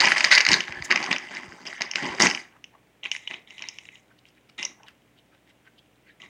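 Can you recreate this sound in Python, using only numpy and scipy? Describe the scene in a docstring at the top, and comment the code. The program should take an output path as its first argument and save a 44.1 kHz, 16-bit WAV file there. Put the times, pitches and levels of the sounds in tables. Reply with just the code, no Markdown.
"""Small dog unwrapping a present

A small dog paws and tugs at a present wrapped in foil paper on a living-room carpet, then noses and nibbles.
Creases snap as damped swings over a bed of crinkling, which is random clicks filtered by paper and parcel.
Thuds are decaying floor modes; short strokes and a sliding swish are crackle and noise shaped in time.
A furnished room answers with scatter and decaying echoes; soft mains hum and room air lie beneath.
"""
import sys
import numpy as np
from scipy import signal
from scipy.fft import rfft, irfft, next_fast_len
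from scipy.io import wavfile
from scipy.ndimage import uniform_filter1d, minimum_filter1d

SR = 44100
rng = np.random.default_rng(int(sys.argv[2]) if len(sys.argv) > 2 else 0)


def dump_mix(stems):
    """Bounce the given channels to the path in sys.argv[1] as a 16-bit WAV at rate SR."""
    frames = np.atleast_2d(stems).T  # one column per channel
    limited = np.clip(frames, -1, 1)  # hard clip at full scale
    pcm = np.round(limited * 32767).astype(np.int16)
    wavfile.write(sys.argv[1], SR, pcm)


N = 277375

# Dog pawing and tugging at loose sheets; all levels relative:
# start_s, hold_s, level_db, extra_foil_fizz_db, weight_on_parcel_db
PULLS = [(0.0, .125, -24.5, 0, -2), (.158, .13, -28.5, 0.5, -5.5), (.305, .03, -20, 3.5, -15),
         (.345, .05, -27.5, -17, -5.5), (.475, .075, -27, 0.5, 3.5), (.56, .1, -44, -2, -5.5),
         (.67, .22, -43, -4, 4), (.899, .03, -28.5, -10.5, 4.5), (.94, .15, -35.5, -2, 6.5),
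         (1.103, .035, -31, -4.5, 2.5), (1.17, .12, -45.5, -0.5, -0.5), (1.305, 0.085, -41.5, -4, 2),
         (1.42, .22, -52.5, 2, 11.5), (1.65, 0.092, -43, 1, 1.5), (1.77, .17, -46.5, -14, -3.5),
         (1.803, .02, -36, -2, 0.5), (1.95, .065, -37, 0, -0.5), (2.02, .1, -36.5, -1.5, 10),
         (2.13, .07, -44, 0.5, 7), (2.195, .068, -23.5, 5.5, 9), (2.3, 0.098, -44, 5.5, -5.5)]
# Dog nibbling a tight corner; all levels relative:
# start_s, hold_s, level_db, extra_foil_fizz_db, weight_on_parcel_db
NIBBLES = [(3.029, 0.029, -44, -5.5, -1.5), (3.113, 0.028, -43.5, 5.5, -14), (3.2, 0.1, -58.5, 2, -8),
           (3.297, 0.049, -45, -8.5, 5.5), (3.47, 0.18, -56, -0.5, -4), (3.6, 0.092, -49.5, -7, 2),
           (3.73, 0.25, -61, 5, -5), (4.578, .058, -39, -3.5, -2), (4.68, 0.031, -65, 1.5, 18),
           (6.198, 0.055, -55.5, -2, 7)]


def from_db(db):
    """Decibels to amplitude gain, twenty to the decade."""
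    return 10 ** (np.asarray(db) / 20)


def rms_one(x):
    """Normalise the mean power, so that the rms is 1."""
    return x / np.sqrt(np.mean(x ** 2) + 1e-20)


def at_hz(points, hz):
    """Interpolate a spectrum or decay curve on a logarithmic frequency axis."""
    points = np.array(points)
    return np.interp(np.log(hz), np.log(points[:, 0]), points[:, 1])


def drift(rate):
    """Band-limited chance: random knots, `rate` a second, joined by straight lines; rms 1."""
    knots = rng.standard_normal(4000)
    return rms_one(np.interp(np.arange(N) / SR * rate, np.arange(len(knots)), knots))


def colour(x, spectrum):
    """Minimum-phase filtering: the cepstrum folded to positive times makes the response causal; rms 1."""
    size = next_fast_len(N + 8192, real=True)
    hz = np.maximum(np.fft.rfftfreq(size, 1 / SR), 1)
    octaves_out = np.abs(np.log2(hz / np.clip(hz, spectrum[0][0], spectrum[-1][0])))
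    # past its ends the spectrum falls 30 dB an octave, by 50 dB at most
    level_db = at_hz(spectrum, hz) - np.minimum(30 * octaves_out, 50)
    cepstrum = irfft(np.log(from_db(level_db)), size)
    cepstrum[1:size // 2] *= 2
    cepstrum[size // 2 + 1:] = 0
    response = np.exp(rfft(cepstrum))
    return rms_one(irfft(rfft(x, size) * response, size)[:N])


def grains(per_s, spread_db):
    """Impulse noise: tiny buckles of uneven size and random sign at random moments; mean power 1."""
    chance, size = rng.random((2, N), dtype=np.float32)
    clicks = np.zeros(N)
    at = np.flatnonzero(chance < per_s / SR)
    signed = 2 * size[at] - 1
    rarity = -np.log(np.maximum(np.abs(signed), .05))  # large sizes are rare, and bounded
    clicks[at] = np.sign(signed) * from_db(spread_db * rarity)
    return rms_one(clicks)


def background():
    """Stationary noise and harmonics: still room air and mains hum."""
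    # room air, relative level: pitch_hz, level_db
    room_tone = [(25, -21), (55, -12.5), (100, -6), (200, -1), (400, -4.5), (700, -8), (1200, -15),
                 (2200, -12), (3200, -16.5), (4500, -25.5), (6500, -25.5), (9000, -27), (12500, -32.5),
                 (15500, -27.5)]
    # sines of the mains hum, rms level: pitch_hz, level_db
    mains_hum = [(60, -78), (120, -74), (180, -83), (300, -76)]
    room_tone_db = -63
    t = np.arange(N) / SR
    hum = sum(from_db(db) * np.sqrt(2) * np.sin(2 * np.pi * (hz * t + rng.random()))
              for hz, db in mains_hum)
    return hum + from_db(room_tone_db) * colour(rng.standard_normal(N), room_tone)


def crackle(broad_share=.65, patchy_db=5.0, patches_per_s=55, count=26):
    """Crackling noise: bands of creases rise and fall independently; some buckles click at all pitches."""
    broad = grains(per_s=420, spread_db=5)
    out = 0
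    edges = np.geomspace(300, 16500, count + 1)
    for k, (low, high) in enumerate(zip(edges, edges[1:])):
        activity = from_db(patchy_db * drift(patches_per_s))
        creases = grains(per_s=170 + 0.056 * low, spread_db=3.0) * activity
        limits = [low, high] if k else [40, high]  # the first band also holds the bass
        band = signal.butter(2, limits, "band", fs=SR, output="sos")
        out = out + signal.sosfilt(band, rms_one(creases) + 1e-18)
    return out + broad_share * broad


def spell_gains(spells, scuff_share=0.45):
    """Addition of powers: overlapping spells give the gains of crinkle, fizz, scuff and body."""
    # each pull or nibble builds, sags while held, then dies away
    attack_s, sag_db_per_s, release_db_per_s = 0.0057, 16.5, 259
    power, t = np.zeros((4, N + SR)), np.arange(SR) / SR
    for s, hold_s, level_db, foil_db, weight_db in spells:
        fall_db = sag_db_per_s * t + release_db_per_s * np.maximum(t - hold_s, 0)
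        swell = np.minimum(t / attack_s, 1) * from_db(level_db - fall_db)
        # weight on the parcel brings out scuff and body
        layers = from_db([0, foil_db, scuff_share * weight_db, weight_db])
        start = max(int(s * SR), 0)
        power[:, start:start + SR] += np.outer(layers, swell) ** 2
    return np.sqrt(power[:, :N])


def handling(spells, buckles, crinkle_shape, fizz_shape, crinkle_db, fizz_db, scuff_db, body_db):
    """Source and filter: crackle sounds in paper, foil skin, scuffed wrapping and the hollow parcel."""
    # scuffed wrapping, relative level: pitch_hz, level_db
    scuff_shape = [(380, -19), (500, -7), (690, 3.5), (800, 4.5), (1050, 3), (1400, 1.5), (1700, -9.5),
                   (2100, -17.5)]
    # hollow parcel, relative level: pitch_hz, level_db
    body_shape = [(70, -18.5), (130, -10), (185, -.5), (250, 0.5), (310, 3.5), (365, 4), (440, -8.5),
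                  (560, -23)]
    shapes = (crinkle_shape, fizz_shape, scuff_shape, body_shape)
    trims = from_db([crinkle_db, fizz_db, scuff_db, body_db])
    return sum(gain * trim * colour(buckles, shape)
               for gain, trim, shape in zip(spell_gains(spells), trims, shapes))


def pop(t, hz, rise_s, phase):
    """Heavily damped oscillation: the envelope builds to height 1 and is gone within a few cycles."""
    u = np.maximum(t, 0) / rise_s
    envelope = (u * np.exp(1 - u)) ** 3
    return envelope * np.sin(2 * np.pi * (hz * t + phase))


def buckle(t, flap_db, flap_hz, edge_db, edge_hz, chance, flap_rise_s=0.00066, edge_rise_s=0.00058,
           rim_hz=6300, rim_db=-10, sheet_hz=950, sheet_db=-25, crack_hz=7500, crack_db=-21,
           crack_rise_s=0.00014, tick_hz=13000, tick_db=-33, tick_rise_s=.00015):
    """Snap-through buckling: flap and sheet swing; the stiff edge rings higher, with a crack and fine tick."""
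    flap = pop(t, flap_hz, flap_rise_s, chance[0])
    flap += from_db(sheet_db) * pop(t, sheet_hz, flap_rise_s, chance[1])
    edge = pop(t, edge_hz, edge_rise_s, chance[2])
    edge += from_db(rim_db) * pop(t, rim_hz, edge_rise_s, chance[3])
    edge += from_db(crack_db) * pop(t, crack_hz, crack_rise_s, chance[4])
    edge += from_db(tick_db) * pop(t, tick_hz, tick_rise_s, chance[4])
    return from_db(flap_db) * flap + from_db(edge_db) * edge


def snaps(rows, flap_db=-1, edge_db=-2.5, chain_db=-9, chain_s=.006, lead_s=.0018, hard_pull_db=-16,
          pull_db=4, pitch_scatter=0.2, usual_flap_hz=2250, usual_edge_hz=4900, edge_follows=0.74, count=3):
    """Coupled buckling: weaker neighbours surround each snap, relatively stronger around louder snaps."""
    out = np.zeros(N + 900)
    t = np.arange(900) / SR - .004  # leaves room for neighbours that go first
    for (s, level_db, hz, bright_db), chance in zip(rows, rng.random((len(rows), count + 1, 7))):
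        # a stiffer flap has a higher edge
        edge_hz = usual_edge_hz * (hz / usual_flap_hz) ** edge_follows
        flap_level_db, edge_level_db = level_db + flap_db, bright_db + edge_db
        chain = buckle(t, flap_level_db, hz, edge_level_db, edge_hz, chance[0])
        hardness = np.tanh((max(level_db, bright_db) - hard_pull_db) / 10)
        weaker_db = chain_db + pull_db * hardness
        for *phases, late, stiff in chance[1:]:
            delay = chain_s * late - lead_s
            detune = 1 + pitch_scatter * (2 * stiff - 1)
            neighbour = buckle(t - delay, flap_level_db, hz * detune, edge_level_db, edge_hz * detune, phases)
            chain += from_db(weaker_db - 6 * late) * neighbour
        start = int(np.clip((s + t[0]) * SR, 0, N - 1))
        out[start:start + len(t)] += chain
    return out[:N]


def small_snaps(over_db=9.5, idle_db=-58, crowding=.45, scatter_db=1.0, foil_db=-8, loose_hz=2150,
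                tight_hz=2650, pitch_scatter=.16, count=330):
    """Activity-driven point process: rows of lesser snaps, louder and denser when the dog is busier."""
    loose, tight = spell_gains(PULLS)[0], spell_gains(NIBBLES)[0]
    busy = from_db(over_db) * (loose + tight) + from_db(idle_db)
    # one random moment in each equal share of the summed activity
    due = np.cumsum(busy ** crowding)
    at = np.searchsorted(due, due[-1] * (np.arange(count) + rng.random(count)) / count)
    size, edge, pitch = np.clip(rng.standard_normal((count, 3)), -2, 2).T
    level_db = 20 * np.log10(busy[at]) + scatter_db * size
    usual_hz = np.where(loose[at] > tight[at], loose_hz, tight_hz)  # the tight corner is higher
    hz = usual_hz * np.exp(pitch_scatter * pitch)
    return list(zip(at / SR, level_db, hz, level_db + foil_db + scatter_db * edge))


def thuds(soft_s=0.0022):
    """Modal decay: paws and parcel make the floor ring, its onset softened by the carpet."""
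    # landings, relative level: start_s, level_db
    landings = [(.488, -27.5), (0.519, -28.5), (0.544, -42), (0.69, -33), (0.764, -35.5), (0.802, -27),
                (.91, -44), (1.476, -36), (2.089, -34), (2.27, -43.5)]
    # floor under a paw, relative level and time to fall 60 dB: pitch_hz, level_db, t60_s
    floor_modes = [(58.6, -8, 0.067), (92, -5, 0.098), (134, -1, 0.031)]
    out, t = np.zeros(N + 9000), np.arange(9000) / SR
    detunes = rng.normal(1, 0.087, (len(landings), len(floor_modes)))
    for (s, level_db), detune in zip(landings, detunes):
        ring = 0
        for k, (hz, db, t60) in enumerate(floor_modes):
            decay = from_db(db - 60 * t / t60)
            ring = ring + (-1) ** k * decay * np.sin(2 * np.pi * hz * detune[k] * t)
        start = int(s * SR)
        out[start:start + len(t)] += from_db(level_db) * ring * (1 - np.exp(-t / soft_s))
    return out[:N]


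def strokes(buckles, catch_db=3, catches_per_s=200):
    """Stick-slip and resonance: fur and teeth send a short run of crackle into one patch of paper."""
    # paw or muzzle over paper; width is a share of the pitch:
    # centre_s, half_length_s, level_db, pitch_hz, width_ratio
    stroke_rows = [(0.728, 0.014, -52, 1946, 0.32), (.78, .023, -39, 1745, 0.085),
                   (1.778, 0.011, -50, 1854, 0.11), (2.551, 0.02, -57, 1133, 1),
                   (2.747, 0.012, -54.5, 850, 0.85), (4.109, 0.014, -60, 1340, .8),
                   (4.189, 0.0038, -58, 3730, 0.48), (4.278, 0.018, -61.5, 2667, 0.96),
                   (4.375, 0.011, -60.5, 2280, 0.59), (4.496, .004, -52, 2620, 0.65),
                   (4.815, .03, -57, 843, 0.72), (4.887, 0.013, -49, 1900, 1),
                   (5.185, 0.0061, -58.5, 3210, 0.32), (5.34, 0.012, -61, 1680, 1),
                   (5.491, 0.013, -59, 2336, 0.75), (5.667, 0.0096, -53.5, 1596, 0.76),
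                   (5.79, .007, -55, 3200, 0.35), (6.098, .02, -55, 2044, 0.52)]
    slips = buckles * from_db(catch_db * drift(catches_per_s))
    out, t = np.zeros(N), np.arange(N) / SR
    for s, half, level_db, hz, width in stroke_rows:
        near = np.abs(t - s) < 4 * half
        b, a = signal.iirpeak(hz, 1 / width, fs=SR)
        patch = signal.lfilter(b, a, signal.lfilter(b, a, slips[near]))
        swell = np.exp(-.5 * ((t[near] - s) / half) ** 2)
        out[near] += from_db(level_db) * rms_one(patch * swell) * np.sqrt(np.mean(swell ** 2))
    return out


def slides():
    """Friction noise: smooth foil gliding over itself gives a short, high swish."""
    # foil over foil: centre_s, half_length_s, level_db
    slide_rows = [(0.851, 0.0071, -37)]
    # swish, relative level: pitch_hz, level_db
    swish_shape = [(2000, -19), (5000, 2.5), (6600, 8), (8000, -0.5), (11000, -13.5), (16000, -23.5)]
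    t = np.arange(N) / SR
    swell = sum(from_db(db) * np.exp(-.5 * ((t - s) / half) ** 2) for s, half, db in slide_rows)
    return swell * colour(rng.standard_normal(N), swish_shape)


def room(x, near_db=-11, near_s=0.0044, tail_db=-13, tail_onset_s=0.0041):
    """Reverberation by convolution: scatter off parcel and dog, then the faint ring of a furnished room."""
    # time for the ring to fall 60 dB: pitch_hz, t60_s
    room_t60 = [(150, 0.31), (1000, 0.44), (3000, 0.23), (8000, 0.21), (16000, 0.5)]
    t = np.arange(SR // 2) / SR
    near = rng.standard_normal(len(t)) * np.exp(-t / near_s) * (t > .0008)
    tail, edges = 0, np.geomspace(80, 17000, 9)
    for low, high in zip(edges, edges[1:]):
        band_filter = signal.butter(2, [low, high], "band", fs=SR, output="sos")
        band = signal.sosfilt(band_filter, rng.standard_normal(len(t)))
        tail = tail + band * from_db(-60 * t / at_hz(room_t60, np.sqrt(low * high)))
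    tail = tail * (1 - np.exp(-(t / tail_onset_s) ** 2))
    echoes = from_db(near_db) * near / np.linalg.norm(near)
    echoes += from_db(tail_db) * tail / np.linalg.norm(tail)
    return x + signal.fftconvolve(x, echoes)[:N]


def scene():
    """Superposition: the sounds of parcel and dog add and excite the room, over a steady background."""
    # loudest creases, relative levels: start_s, flap_level_db, flap_pitch_hz, edge_level_db
    loud_snaps = [(.0034, -5.5, 2030, -4), (.0097, -19.5, 2112, -5), (.0187, -8.5, 2100, -15),
                  (.042, -3.5, 2215, -20.5), (.0483, -8, 2160, -14.5), (.055, -6, 2470, -8.5),
                  (.0735, -2.5, 2190, -19), (.085, -8, 2110, -13.5), (.106, -10.5, 1960, -22.5),
                  (.12, 0.5, 1919, -13), (.172, -10.5, 2260, -20.5), (.181, -7.5, 2127, -10.5),
                  (.207, -4, 2300, -11.5), (.243, 0.5, 2030, -2), (.247, -3, 2187, -2), (.314, 3, 2050, -3),
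                  (.322, 10.5, 2079, 8.5), (.327, -9.5, 2150, -8.5), (.335, -14, 2600, -13),
                  (.351, -13, 2272, 1.5), (.358, -12, 2130, -4), (.3765, 5, 2184, -8),
                  (.381, -5.5, 2150, -3), (.405, -1, 2203, -8), (.411, -14.5, 2200, -8),
                  (.42, -16.5, 2200, -28), (.451, -10, 2188, -8), (.466, -3, 2143, -7.5),
                  (.4883, -5.5, 2327, -3.5), (.517, -5.5, 2280, -2.5), (.523, -9, 2000, -15.5),
                  (.532, -4, 2150, 0), (.541, -1.5, 2046, 1.5), (.6053, -9.5, 2540, -17.5),
                  (.639, -21, 2320, -34.5), (.681, -19, 1800, -30.5), (.7234, -17, 2093, -29),
                  (.8233, -19, 2014, -23.5), (.9072, -8.5, 2230, -14), (.9126, -1, 2170, -8.5),
                  (.924, -5, 2158, -13.5), (.96, -3.5, 2343, -13), (.9744, -9.5, 2200, -22),
                  (1.028, -14.5, 2220, -19), (1.041, -18, 2170, -18), (1.063, -15.5, 2497, -21.5),
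                  (1.1143, -6.5, 2507, -22), (1.128, -6.5, 2340, -13), (1.163, -11.5, 2403, -25.5),
                  (1.183, -23, 2570, -22.5), (1.35, -28, 2400, -25), (1.3695, -21, 2114, -27.5),
                  (1.433, -25, 1880, -56), (1.522, -27.5, 1890, -48), (1.667, -23.5, 2598, -28),
                  (1.729, -22.5, 1827, -36), (1.809, -15.5, 2080, -20.5), (1.819, -11.5, 2300, -10.5),
                  (1.9137, -20.5, 2600, -17), (1.936, -20, 2300, -31), (1.9572, -5.5, 2352, -12.5),
                  (2.0305, -46, 2290, -25), (2.063, -19, 2300, -23), (2.149, -28.5, 2350, -28.5),
                  (2.185, -17.5, 1800, -39.5), (2.202, -13.5, 2333, -21), (2.221, -9.5, 2600, 4),
                  (2.269, -3.5, 2410, -7), (2.3, -16, 2400, -12), (2.312, -12.5, 2347, -17),
                  (2.349, -13.5, 2500, -17.5), (2.375, -17, 2330, -39), (2.642, -26, 2770, -35),
                  (3.034, -22.5, 2986, -54.5), (3.041, -26.5, 2890, -45.5), (3.053, -20, 2800, -41),
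                  (3.0578, -14, 2500, -49), (3.1161, -11.5, 2720, -17.5), (3.1506, -20, 2260, -35),
                  (3.164, -19.5, 2500, -27.5), (3.2757, -15.5, 2890, -36), (3.311, -17.5, 2495, -41),
                  (3.342, -19.5, 2610, -41), (3.5064, -29, 2700, -42), (3.5815, -28, 2780, -39),
                  (3.593, -25.5, 2610, -38), (3.6227, -19.5, 2650, -25.5), (3.64, -26, 2290, -50),
                  (3.687, -21.5, 2566, -17), (3.786, -23.5, 2686, -32), (3.854, -33, 2500, -47.5),
                  (3.8885, -27, 2460, -55), (3.9556, -34.5, 2960, -48), (4.254, -38, 2490, -62),
                  (4.59, -23.5, 2355, -44), (4.6283, -14, 2604, -17), (4.6516, -23.5, 2810, -10.5),
                  (4.8328, -39, 2680, -44), (6.203, -39.5, 2420, -58.5), (6.219, -29, 3054, -41.5)]
    # crinkle and foil fizz of loose sheets, relative level: pitch_hz, level_db
    crinkle_shape = [(1200, -13), (1650, -2), (2000, 6), (2600, -6), (3100, -7), (3700, -14), (4300, -35)]
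    fizz_shape = [(3700, -14), (4400, -13), (4800, -0.5), (5400, -11), (6200, -7), (7000, -14), (8300, -19),
                  (9800, -28), (11500, -43), (16000, -47.5)]
    # crinkle and foil fizz of the tight corner, relative level: pitch_hz, level_db
    corner_crinkle = [(1500, -24), (2050, 11), (2600, 1), (3100, -3), (3800, 0.5), (4800, -24.5)]
    corner_fizz = [(4500, -18), (5400, -4), (6900, 1), (7800, -9.5), (10000, -14.5), (12000, -35),
                   (16000, -41)]
    buckles = crackle()
    tugging = handling(PULLS, buckles, crinkle_shape, fizz_shape,
                       crinkle_db=1.5, fizz_db=-7.0, scuff_db=-4.0, body_db=-9)
    nibbling = handling(NIBBLES, buckles, corner_crinkle, corner_fizz,
                        crinkle_db=3.5, fizz_db=-9, scuff_db=-7.5, body_db=-11.5)
    snapping = snaps(loud_snaps) + snaps(small_snaps(), count=0)  # lesser snaps have no neighbours
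    parcel = snapping + tugging + nibbling + strokes(buckles) + slides()
    return (room(parcel + thuds()) + background())[None]


def record(dry, low_cut_hz=40, cutoff_hz=15900):
    """Band limiting and peak limiting: deep bass and top are cut, a fast limiter ducks the loudest peaks."""
    heard = signal.sosfilt(signal.butter(2, low_cut_hz, "high", fs=SR, output="sos"), dry)
    allowed = np.minimum(1, .88 / (np.abs(heard) + 1e-9))
    gain = uniform_filter1d(minimum_filter1d(allowed, size=89), size=89)  # about 2 ms each
    top_cut = signal.ellip(10, .1, 70, cutoff_hz, fs=SR, output="sos")
    return signal.sosfilt(top_cut, gain * heard)


dry = scene()
out = record(dry)
dump_mix(out)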